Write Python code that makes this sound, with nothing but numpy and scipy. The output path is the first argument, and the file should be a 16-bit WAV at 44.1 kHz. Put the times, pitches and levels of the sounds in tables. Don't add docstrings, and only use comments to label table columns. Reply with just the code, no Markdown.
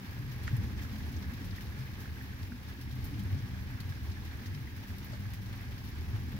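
import sys
import numpy as np
from scipy import signal
from scipy.fft import rfft, irfft
from scipy.io import wavfile
from scipy.ndimage import uniform_filter1d

SR = 44100
rng = np.random.default_rng(int(sys.argv[2]) if len(sys.argv) > 2 else 0)


def magnitude_from_level(level_db):
    exponent = np.asarray(level_db, float) / 20
    return 10 ** exponent


def digitize_waveform(pressure):
    field = np.atleast_2d(pressure).T
    bounded = np.clip(field, -1, 1)
    quanta = np.round(bounded * 32767).astype(np.int16)
    wavfile.write(sys.argv[1], SR, quanta)


N = 281786
HZ = np.fft.rfftfreq(N, 1 / SR)
TIME = np.arange(N) / SR

# f/Hz, density/dB per Hz
RAIN_COLOUR = [(200, -19), (380, -4.5), (620, -14), (860, -9.5), (1390, -13.5), (1650, -8), (2300, -8.5),
               (2800, -12.5), (5500, -16), (7600, -27), (8500, -30), (10000, -25.5), (15000, -21),
               (16000, -20)]


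def evened(x):
    return x / np.sqrt(np.mean(x ** 2) + 1e-20)


def control(table, column):
    columns = np.transpose(table)
    return np.interp(TIME, columns[0], columns[column])


def read(points, column=1):
    table = np.transpose(points)
    return np.interp(np.log(HZ + 1), np.log(table[0] + 1), table[column])


def peaks(rings):
    return sum(db / (1 + (2 * (HZ - hz) / width_hz) ** 2) for hz, width_hz, db in rings)


def bands(edges_hz, order):
    below = [1 / (1 + (HZ / edge) ** order) for edge in edges_hz]
    return np.sqrt(np.diff([0 * HZ] + below + [1 + 0 * HZ], axis=0))


def coloured(x, gain):
    return irfft(rfft(x) * gain, N)


def add(mix, s, sound):
    part = mix[..., round(s * SR):][..., :sound.shape[-1]]
    part += sound[..., :part.shape[-1]]


def clicks(per_s, spread_db, rows):
    size = magnitude_from_level(spread_db * np.minimum(rng.exponential(1, (rows, N)), 5))
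    present = rng.random((rows, N)) < per_s / SR
    return size * present * rng.choice([-1., 1.], (rows, N))


def burst(t60, rise_s):
    t = np.arange(int(.25 * SR)) / SR
    shape = (1 - np.exp(-t / rise_s)) * magnitude_from_level(-60 * t / np.clip(t60, .01, .5))
    return t, shape / shape.max()


def ports(x, other):
    # f/Hz, likeness/0-1, lead of the left/rad
    spacing = [(25, 1, 1.05), (60, 1, .82), (110, 1, .6), (165, .97, .5), (250, .94, 0), (320, .9, .45),
               (470, .74, .85), (660, .5, 0), (830, .74, -.15), (1000, .05, -.2), (1600, .15, 2.6),
               (1730, .5, 2.7), (1900, .08, 2.7), (16000, .05, 2.7)]
    same = np.clip(read(spacing), 0, 1)
    lead = np.exp(-1j * read(spacing, column=2))
    right = same * lead * rfft(x) + np.sqrt(1 - same ** 2) * rfft(other)
    return irfft(np.array([rfft(x), right]), N)


def wash():
    frames = N // 64 + 5
    a, b, c, d, patches = rng.standard_normal((frames, 129, 5)).T
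    patches = uniform_filter1d(patches, size=5, axis=0)
    patches = evened(uniform_filter1d(patches, size=40, axis=1))
    flicker = evened(uniform_filter1d(rng.standard_normal(frames), size=30))
    z = np.array([a + 1j * b, c + 1j * d]) * magnitude_from_level(0.65 * patches + 0.84 * flicker)
    return evened(signal.istft(z, nperseg=256, noverlap=192)[1][:, :N])


def patter():
    out = np.zeros((2, N))
    puff_power = burst(t60=0.065, rise_s=0.0024)[1][None] ** 2
    everywhere = clicks(per_s=55, spread_db=2.0, rows=1) ** 2
    for gain in bands([1300, 2600, 4500, 7500, 11500], order=6)[1:]:
        hits = everywhere + clicks(per_s=120, spread_db=3.0, rows=1) ** 2
        power = signal.oaconvolve(hits, puff_power)[:, :N]
        out += coloured(rng.standard_normal((2, N)) * np.sqrt(abs(power)), gain)
    spray = clicks(per_s=400, spread_db=4.5, rows=2)
    spray = coloured(spray, bands([9000], order=4)[1])
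    return evened(out) + magnitude_from_level(-2.0) * evened(spray)


def rain():
    # t/s, rain level/dB, gust/dB
    shower = [(0.0, -55.5, -1.5), (0.55, -55, 1), (1.69, -55.5, 0), (2.9, -57, -1), (3.29, -55.5, 0.5),
              (3.79, -56.5, 0), (4.4, -55.5, -1), (4.72, -57, -2), (5.12, -55.5, -1), (5.43, -56.5, -0.5),
              (6.39, -56, 0.5)]
    # f/Hz, width/Hz, level/dB
    gutter_ring = [(1490, 28, -1.5), (1680, 220, 3), (530, 45, 0.5)]
    rain_db = control(shower, column=1)
    low_db = -62.5 + rain_db - rain_db.mean() + control(shower, column=2)
    mix = wash() + magnitude_from_level(-4.0) * patter()
    colour = magnitude_from_level(read(RAIN_COLOUR) + peaks(gutter_ring))
    low, high = (evened(coloured(mix, gain * colour)) for gain in bands([1200], order=8))
    return ports(*(low * magnitude_from_level(low_db + 3.0) + high * magnitude_from_level(rain_db + 2.5)))


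def taps():
    t, shape = burst(t60=0.029, rise_s=.003)
    out = np.zeros((2, N))
    for hz in (1600, 1730, 1900):
        hits = clicks(per_s=15, spread_db=3.0, rows=1)
        ring = shape * np.sin(2 * np.pi * hz * t)
        out += signal.oaconvolve(hits, ring[None])[:, :N]
    return magnitude_from_level(-77.0) * evened(out) * np.array([[1.], [-1.]])


def knock(table, rise_s, left_db):
    out = np.zeros((2, N))
    sides = magnitude_from_level([[left_db / 2], [-left_db / 2]])
    noise = rng.standard_normal((len(table), 2, SR // 4))
    for (s, db, hz, width_hz, t60), puff in zip(table, noise):
        t, shape = burst(t60, rise_s)
        resonance = signal.iirpeak(hz, hz / width_hz, SR)
        ring = signal.lfilter(*resonance, puff)
        ring = signal.lfilter(*resonance, ring)
        add(out, s, magnitude_from_level(db - 4.0) * sides * shape * evened(ring)[:, :len(t)])
    return out


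def drips():
    # t/s, peak/dB, f/Hz, width/Hz, t60/s
    gutter_drips = [(0.42, -47, 1950, 500, 0.036), (0.4695, -51, 2060, 1500, 0.092),
                    (.4715, -48.5, 4800, 4500, 0.066), (0.469, -44.5, 1860, 1600, 0.076),
                    (.486, -51, 2200, 1590, .07), (0.503, -53, 1900, 900, 0.03),
                    (.82, -52.5, 5300, 4000, 0.16), (1.163, -49, 4960, 2180, .06),
                    (3.77, -51, 1570, 1420, 0.31), (3.802, -50, 4250, 900, 0.066),
                    (3.921, -47, 1580, 900, 0.056), (4.115, -49.5, 4444, 2500, 0.063),
                    (4.311, -55, 1717, 600, .04), (4.39, -50, 1630, 700, 0.039),
                    (4.457, -54, 5170, 3000, 0.12), (2.428, -65, 4470, 3000, 0.054),
                    (2.912, -64, 4460, 2980, .06), (4.937, -49.5, 2300, 1090, 0.06),
                    (5.045, -44, 14500, 3500, .012), (5.113, -53.5, 3780, 4000, 0.38),
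                    (5.126, -52, 610, 70, 0.15), (5.336, -46, 1960, 500, 0.046),
                    (5.714, -59, 3240, 3000, 0.078)]
    # t/s, peak/dB, f/Hz
    gutter_flecks = [(0.5947, -47, 1990), (0.6361, -43, 1600), (0.8467, -42, 1600), (1.0637, -55, 1570),
                     (1.1706, -45, 1980), (1.2408, -43, 1780), (1.3151, -48, 2060), (1.5283, -42, 1780),
                     (1.582, -38, 1850), (1.7205, -45, 1710), (1.7594, -50, 1740), (2.054, -41, 1610),
                     (2.1672, -43, 1660), (2.209, -41, 1790), (2.3323, -39.5, 1700), (2.5193, -40, 1590),
                     (2.875, -45, 1930), (3.365, -46, 1730), (3.7735, -48, 1650), (3.92, -47, 1570),
                     (3.971, -44, 1530), (4.168, -45, 1660), (4.226, -48, 1600), (4.3105, -42, 1710),
                     (4.394, -46, 1680), (4.5043, -45, 1720), (4.672, -43, 1900), (4.7667, -49, 1610),
                     (4.8421, -53, 1770), (4.938, -45, 2270), (5.1309, -44, 1360), (5.3335, -49, 1850),
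                     (5.3657, -50, 1620), (5.5041, -50, 1650), (5.7196, -43, 1970), (6.1287, -43, 1600)]
    # t/s, peak/dB, f/Hz, width/Hz, t60/s
    hard_ticks = [(.4334, -49, 11000, 9000, .012), (.4773, -33.5, 1750, 890, 0.039),
                  (.5661, -48, 11000, 9000, .015), (2.812, -51, 12500, 7000, .012),
                  (3.0425, -44, 13500, 4000, .09), (3.1931, -50, 11000, 9000, .012),
                  (3.236, -50, 12000, 6000, 0.011), (3.3478, -58, 13000, 6000, .012),
                  (3.7065, -60, 12500, 6000, .012), (3.8023, -53, 12000, 8000, .012),
                  (4.9826, -47, 12500, 7000, .012), (5.0469, -45, 14000, 5000, .012),
                  (5.056, -50, 14500, 3000, .04), (5.3368, -54, 12000, 8000, .012)]
    # t/s, peak/dB, f/Hz
    leaf_pecks = [(0.4269, -50, 3980), (0.472, -49, 3610), (0.8949, -46, 3790), (0.9577, -50, 3750),
                  (1.223, -47, 4230), (1.3425, -45, 3960), (1.5077, -41, 4390), (1.5474, -46, 3590),
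                  (2.4279, -48, 4410), (2.812, -47, 4810), (2.909, -46, 3510), (3.1931, -49, 3240),
                  (3.3253, -45, 3090), (3.3862, -46, 5460), (3.802, -45, 4170), (3.921, -48, 3660),
                  (4.3106, -47, 4090), (4.3896, -48, 3500), (4.4588, -48, 3960), (4.5471, -47, 4960),
                  (5.1327, -47, 4480), (5.3283, -47, 3230), (5.459, -48, 3570), (5.5288, -52, 3500),
                  (6.2422, -54, 3370), (6.319, -50, 3320)]
    fleck_width_hz, fleck_t60 = 400, 0.033
    peck_width_hz, peck_t60 = 1600, 0.033
    flecks = [(s, db - 4.5, hz, fleck_width_hz, fleck_t60) for s, db, hz in gutter_flecks]
    pecks = [(s, db - 6.5, hz, peck_width_hz, peck_t60) for s, db, hz in leaf_pecks]
    on_gutter = knock(gutter_drips, rise_s=0.0029, left_db=-0.5) + knock(flecks, rise_s=0.0017, left_db=1.0)
    on_hard = knock(hard_ticks, rise_s=0.00048, left_db=-1.0)
    return on_gutter + on_hard + knock(pecks, rise_s=.002, left_db=4.0)


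def splats():
    # t/s, peak/dB, dullness/dB, t60/s
    large_drops = [(0.1062, -51, -8, 0.1), (0.3177, -51, -8, 0.12), (0.432, -47, -10, 0.11),
                   (0.565, -47, -11, 0.066), (0.815, -49, -9, 0.25), (0.9817, -51, -7, 0.16),
                   (1.1164, -49, -18, 0.097), (1.334, -50, -4.5, 0.082), (1.4446, -48, -35, 0.16),
                   (1.5599, -49.5, -4, 0.07), (1.607, -45.5, -5.5, 0.13), (1.787, -51, -4, 0.17),
                   (2.0033, -47.5, -8, 0.27), (2.2214, -50, -18, 0.16), (2.428, -51.5, -3, 0.093),
                   (2.684, -50.5, -5.5, 0.16), (2.812, -48.5, -6, 0.16), (2.9108, -53, -1, 0.1),
                   (3.042, -47.5, -6, 0.23), (3.1934, -48.5, -5.5, 0.068), (3.8016, -45, -6, 0.09),
                   (3.89, -50.5, -4, 0.14), (4.4573, -50.5, -7, 0.14), (4.546, -51.5, -2, 0.063),
                   (4.7636, -49.5, -8, 0.063), (4.8798, -49.5, -6.5, 0.26), (4.9826, -52, -5, 0.084),
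                   (5.334, -44.5, -9, 0.13), (5.5263, -52, -6, 0.084), (5.8396, -50.5, -4, 0.24)]
    # t/s, peak/dB, dullness/dB
    small_drops = [(.188, -57, -11.5), (.377, -61, -13), (.636, -53, -3), (.7761, -54.5, 0.5),
                   (.9585, -56.5, 0), (1.0555, -55, -12), (1.2246, -57, 2), (1.4102, -55, -3),
                   (1.6676, -62, 5), (1.9859, -52, -14), (2.3895, -61, 1), (2.9537, -54, -21),
                   (3.0195, -60, -4), (3.236, -62, -10), (3.345, -56, -3), (3.9225, -63, 3),
                   (4.2507, -53, -3), (4.6119, -52, -19), (4.9641, -55, -13), (5.0285, -62, 6),
                   (5.0475, -57, -12), (5.3033, -56, -2), (5.4191, -53, -5), (5.458, -57, -1),
                   (5.6096, -52, -10), (5.7094, -53, -4), (5.779, -54, -1.5), (5.883, -54, -13),
                   (6.0267, -54, -7), (6.2562, -58, -10)]
    small_t60, left_db, scatter_db = 0.1, -0.3, 0.2
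    colour = magnitude_from_level(read(RAIN_COLOUR)) * (HZ > 1000)
    dull, middle, bright = (evened(coloured(rng.standard_normal((2, N)), gain * colour))
                            for gain in bands([3000, 8000], order=10))
    shapes = np.zeros((3, 2, N))
    tick = burst(t60=.022, rise_s=.002)[1]
    drops = list(large_drops) + [(s, db, dullness_db, small_t60) for s, db, dullness_db in small_drops]
    pans_db = left_db + scatter_db * rng.standard_normal(len(drops))
    for (s, db, dullness_db, t60), pan_db in zip(drops, pans_db):
        parts = magnitude_from_level(db + np.array([-4., 1.1 * dullness_db - 1.0, 1.55 * dullness_db - 3.0]))
        sides = magnitude_from_level([[pan_db / 2], [-pan_db / 2]])
        spray = magnitude_from_level(-3.5) * burst(t60, rise_s=0.0053)[1]
        add(shapes, s, parts[:, None, None] * sides * np.hypot(tick, spray))
    return bright * shapes[0] + middle * shapes[1] + dull * shapes[2]


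def roll():
    # t/s, strength/dB, depth that sinks it to the lowest notes/dB, nearness that lifts the rattle/dB
    swells = [(0.0, -61, -6, 13.5), (0.12, -46.5, 2, 0.5), (0.34, -44, 3, -3), (0.6, -41, 6, 1.5),
              (0.98, -47.5, 4, 3.5), (1.07, -44.5, 2, 3), (1.83, -47, -2, -0.5), (2.69, -48, 4.5, 0.5),
              (3.26, -42, -3.5, 0), (3.61, -44.5, 2, -2.5), (3.83, -44, -3, -1), (3.98, -44, 6, -2),
              (4.54, -48.5, 5, 2), (5.09, -47, -0.5, 1.5), (5.23, -42.5, -5.5, -5.5), (5.87, -46, 5, -0.5),
              (6.12, -42.5, 6.5, -0.5), (6.39, -42.5, -9.5, -1.5)]
    layer_edges = [62, 92, 140, 222]
    # level/dB, share of strength, of depth, of nearness
    layers = [(-5, 1, 0.053, 0.37), (-4.5, 1, 0.81, 0.23), (-3, .99, -.6, 0.24), (-8.5, 1, -0.25, 0.99),
              (-11, 0.76, 0.068, .95)]
    # f/Hz, density/dB per Hz
    eaves_colour = [(14, -32), (26, -20), (42, -8), (63, -6), (73, -1.5), (120, -0.5), (148, -9),
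                    (172, -12), (194, -6), (222, -10), (250, -6.5), (310, -12), (440, -23), (800, -60)]
    middle_db = -43
    strength = control(swells, column=1) - middle_db
    depth, nearness = control(swells, column=2), control(swells, column=3)
    shocks = clicks(per_s=900, spread_db=2.5, rows=2)
    out = np.zeros((2, N))
    for gain, (db, by_strength, by_depth, by_nearness) in zip(bands(layer_edges, order=16), layers):
        part = coloured(shocks, gain * magnitude_from_level(read(eaves_colour)))
        slow_power = uniform_filter1d(uniform_filter1d(part ** 2, size=3000), size=3000)
        part = part / np.sqrt(slow_power + 1e-12) ** 0.56
        moved_db = by_strength * strength + by_depth * depth + by_nearness * nearness
        out += evened(part) * magnitude_from_level(middle_db + db + moved_db)
    return out


def single_shocks():
    # t/s, peak/dB, f/Hz, t60/s
    booms = [(0.184, -26.5, 124.4, 0.16), (0.444, -23, 80, 0.098), (0.528, -14.5, 120, 0.097),
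             (0.578, -17, 98, 0.1), (0.761, -29, 71, 0.13), (1.037, -30, 79.4, 0.2),
             (1.138, -27, 80.2, 0.35), (1.249, -28, 76.2, 0.15), (1.516, -24, 93.3, 0.13),
             (1.655, -28.5, 77.6, 0.28), (1.778, -30.5, 118, 0.12), (2.001, -27, 96, .15),
             (3.3, -23.5, 89, 0.17), (2.925, -26, 123, 0.089), (3.139, -29, 111, 0.18),
             (3.185, -29.5, 106, 0.1), (3.248, -21, 91, 0.14), (3.321, -18.5, 92.5, 0.17),
             (3.559, -26.5, 87.5, 0.16), (3.825, -30, 90, 0.31), (4.079, -21, 90.6, 0.17),
             (4.247, -28, 81.5, 0.33), (4.463, -25.5, 96, 0.43), (4.594, -28, 115, 0.14),
             (4.891, -28, 90, 0.1), (5.115, -31, 121, 0.074), (5.208, -26, 97.8, 0.38),
             (5.504, -28, 102.4, 0.19), (5.99, -24, 76, 0.084), (6.131, -19.5, 105, 0.14),
             (6.298, -46, 102, 0.16)]
    # t/s, peak/dB, f/Hz, t60/s
    thumps = [(.14, -33, 121.3, 0.24), (.74, -31, 60, .3), (1.797, -30.5, 132, 0.31),
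              (3.08, -37, 280, 0.31), (3.375, -36.5, 245, 0.18), (2.5, -32, 240, 0.18),
              (3.1, -40, 300, 0.32), (0.55, -35, 180, 0.42), (1.45, -31, 48, 0.45), (3.021, -29, 42, 0.25),
              (3.9, -46, 50, 0.21), (4.2, -48, 63, .3)]
    # t/s, peak/dB, f/Hz
    high_knocks = [(0.205, -32, 144), (0.269, -27, 135.5), (0.499, -42, 185), (0.618, -33, 225.6),
                   (0.698, -39, 206), (0.923, -33, 211.6), (1.029, -40.5, 254), (1.207, -42.5, 192.7),
                   (1.319, -38, 240), (1.442, -35, 178.3), (2.5, -38.5, 192.4), (2.779, -58, 202),
                   (3.066, -32, 144.5), (3.172, -33, 199), (3.345, -27, 141), (3.74, -51, 140),
                   (3.876, -33, 141.4), (4.53, -30, 144.2), (4.793, -41.5, 186), (5.188, -36, 195.5),
                   (5.277, -50, 244), (6.231, -48, 189), (6.325, -32, 197)]
    # t/s, peak/dB, f/Hz
    surges = [(0.086, -35.5, 91), (0.316, -30, 127), (0.691, -35, 80.7), (0.94, -31, 78.1),
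              (1.428, -36, 86.1), (1.956, -40, 98), (2.069, -32.5, 79), (2.163, -34, 95),
              (2.272, -39, 86.1), (2.403, -32, 96.9), (2.523, -40, 87), (2.595, -39, 93), (2.822, -37, 118),
              (3.008, -30, 85.6), (3.409, -26.5, 111.3), (3.609, -34, 82), (3.727, -33.5, 100.6),
              (3.881, -29.5, 96), (3.948, -33, 105.6), (4.34, -41, 79), (4.655, -38, 90),
              (4.763, -32.5, 92.4), (5.376, -29.5, 101.5), (5.587, -37, 116.3), (5.656, -36, 80),
              (5.857, -41, 75.4), (6.228, -29.5, 85.5), (6.34, -30, 88)]
    # t/s, peak/dB, f/Hz
    growls = [(1.242, -38.5, 177), (2.253, -45, 183.5), (2.72, -42, 141), (3.416, -45, 143),
              (3.505, -40, 186), (3.569, -41, 186), (3.767, -48, 197), (4.091, -45, 186),
              (4.185, -45.5, 214), (4.919, -39.5, 187), (5.408, -41, 190), (5.836, -45.5, 192)]
    lesser_t60, knock_t60 = 0.22, 0.26
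    events = list(booms) + list(thumps)
    events += [(s, db + 2.5, hz, lesser_t60) for s, db, hz in list(surges) + list(growls)]
    events += [(s, db, hz, knock_t60) for s, db, hz in high_knocks]
    out = np.zeros(N)
    for s, db, hz, t60 in events:
        t, shape = burst(t60, rise_s=.025)
        add(out, s, magnitude_from_level(db - 8.5) * shape ** 1.32 * np.sin(2 * np.pi * hz * t))
    return out


def crackle():
    # t/s, peak/dB, f/Hz
    crackles = [(0.203, -42.5, 283), (0.527, -37, 244), (0.637, -45, 245), (0.705, -45, 255),
                (0.861, -44, 248), (0.933, -41, 252), (1.027, -44, 249.6), (1.09, -48, 233),
                (1.167, -42, 310), (1.318, -42, 228), (1.402, -38, 269), (1.475, -49, 245),
                (1.588, -58, 269), (1.977, -49, 250), (2.346, -51, 300), (2.708, -43, 263.6),
                (2.782, -42, 281), (2.887, -48, 241), (3.04, -40.5, 270), (3.252, -46, 270),
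                (3.346, -38.5, 266), (3.484, -44, 242), (3.586, -49, 290), (3.705, -46, 264),
                (3.878, -44, 233), (4.177, -52, 299), (4.408, -43.5, 229), (4.543, -45, 248),
                (4.727, -50, 272), (5.192, -41, 252), (5.275, -43, 242), (5.611, -50, 247),
                (5.979, -44, 283), (6.102, -43, 233), (6.235, -41, 254), (6.328, -40, 232)]
    out = np.zeros(N)
    t, shape = burst(t60=0.11, rise_s=0.0089)
    for s, db, hz in crackles:
        add(out, s, magnitude_from_level(db - 3.5) * shape * np.sin(2 * np.pi * hz * t))
    return out


def thunder():
    # f/Hz, width/Hz, level/dB
    eaves_ring = [(72.4, 10, 4), (118, 44, 2), (186, 42, 2)]
    give_way_db, bed_db = -41, -1
    out, single = roll(), single_shocks()
    power = abs(uniform_filter1d(uniform_filter1d(single ** 2, size=900), size=900))
    low = coloured(out, bands([150], order=8)[0] ** 2)
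    out = out - low + low * magnitude_from_level(bed_db) / np.sqrt(1 + power / magnitude_from_level(2 * give_way_db))
    out[0] += single + crackle()
    return ports(*coloured(out, magnitude_from_level(peaks(eaves_ring) - 0.5)))


def scene():
    return rain() + taps() + drips() + splats() + thunder()


def roll_off(x):
    return signal.sosfilt(signal.butter(12, 17050, fs=SR, output="sos"), x)


def record(dry):
    # f/Hz, left over right/dB
    lean_points = [(27, -13), (46, -2), (80, 0), (140, 2), (185, 4.5), (300, -3), (420, 0), (570, 10.5),
                   (850, 0.5), (1150, -3), (1700, -5.5), (2740, 3), (6400, -0.5), (12000, 2.1)]
    edge_hz = 15840
    lean = magnitude_from_level(np.array([[.5], [-.5]]) * read(lean_points))
    band_limit = np.clip((edge_hz - HZ) / 80, 0, 1)
    return roll_off(coloured(dry, lean * band_limit))


dry = scene()
out = record(dry)
digitize_waveform(out)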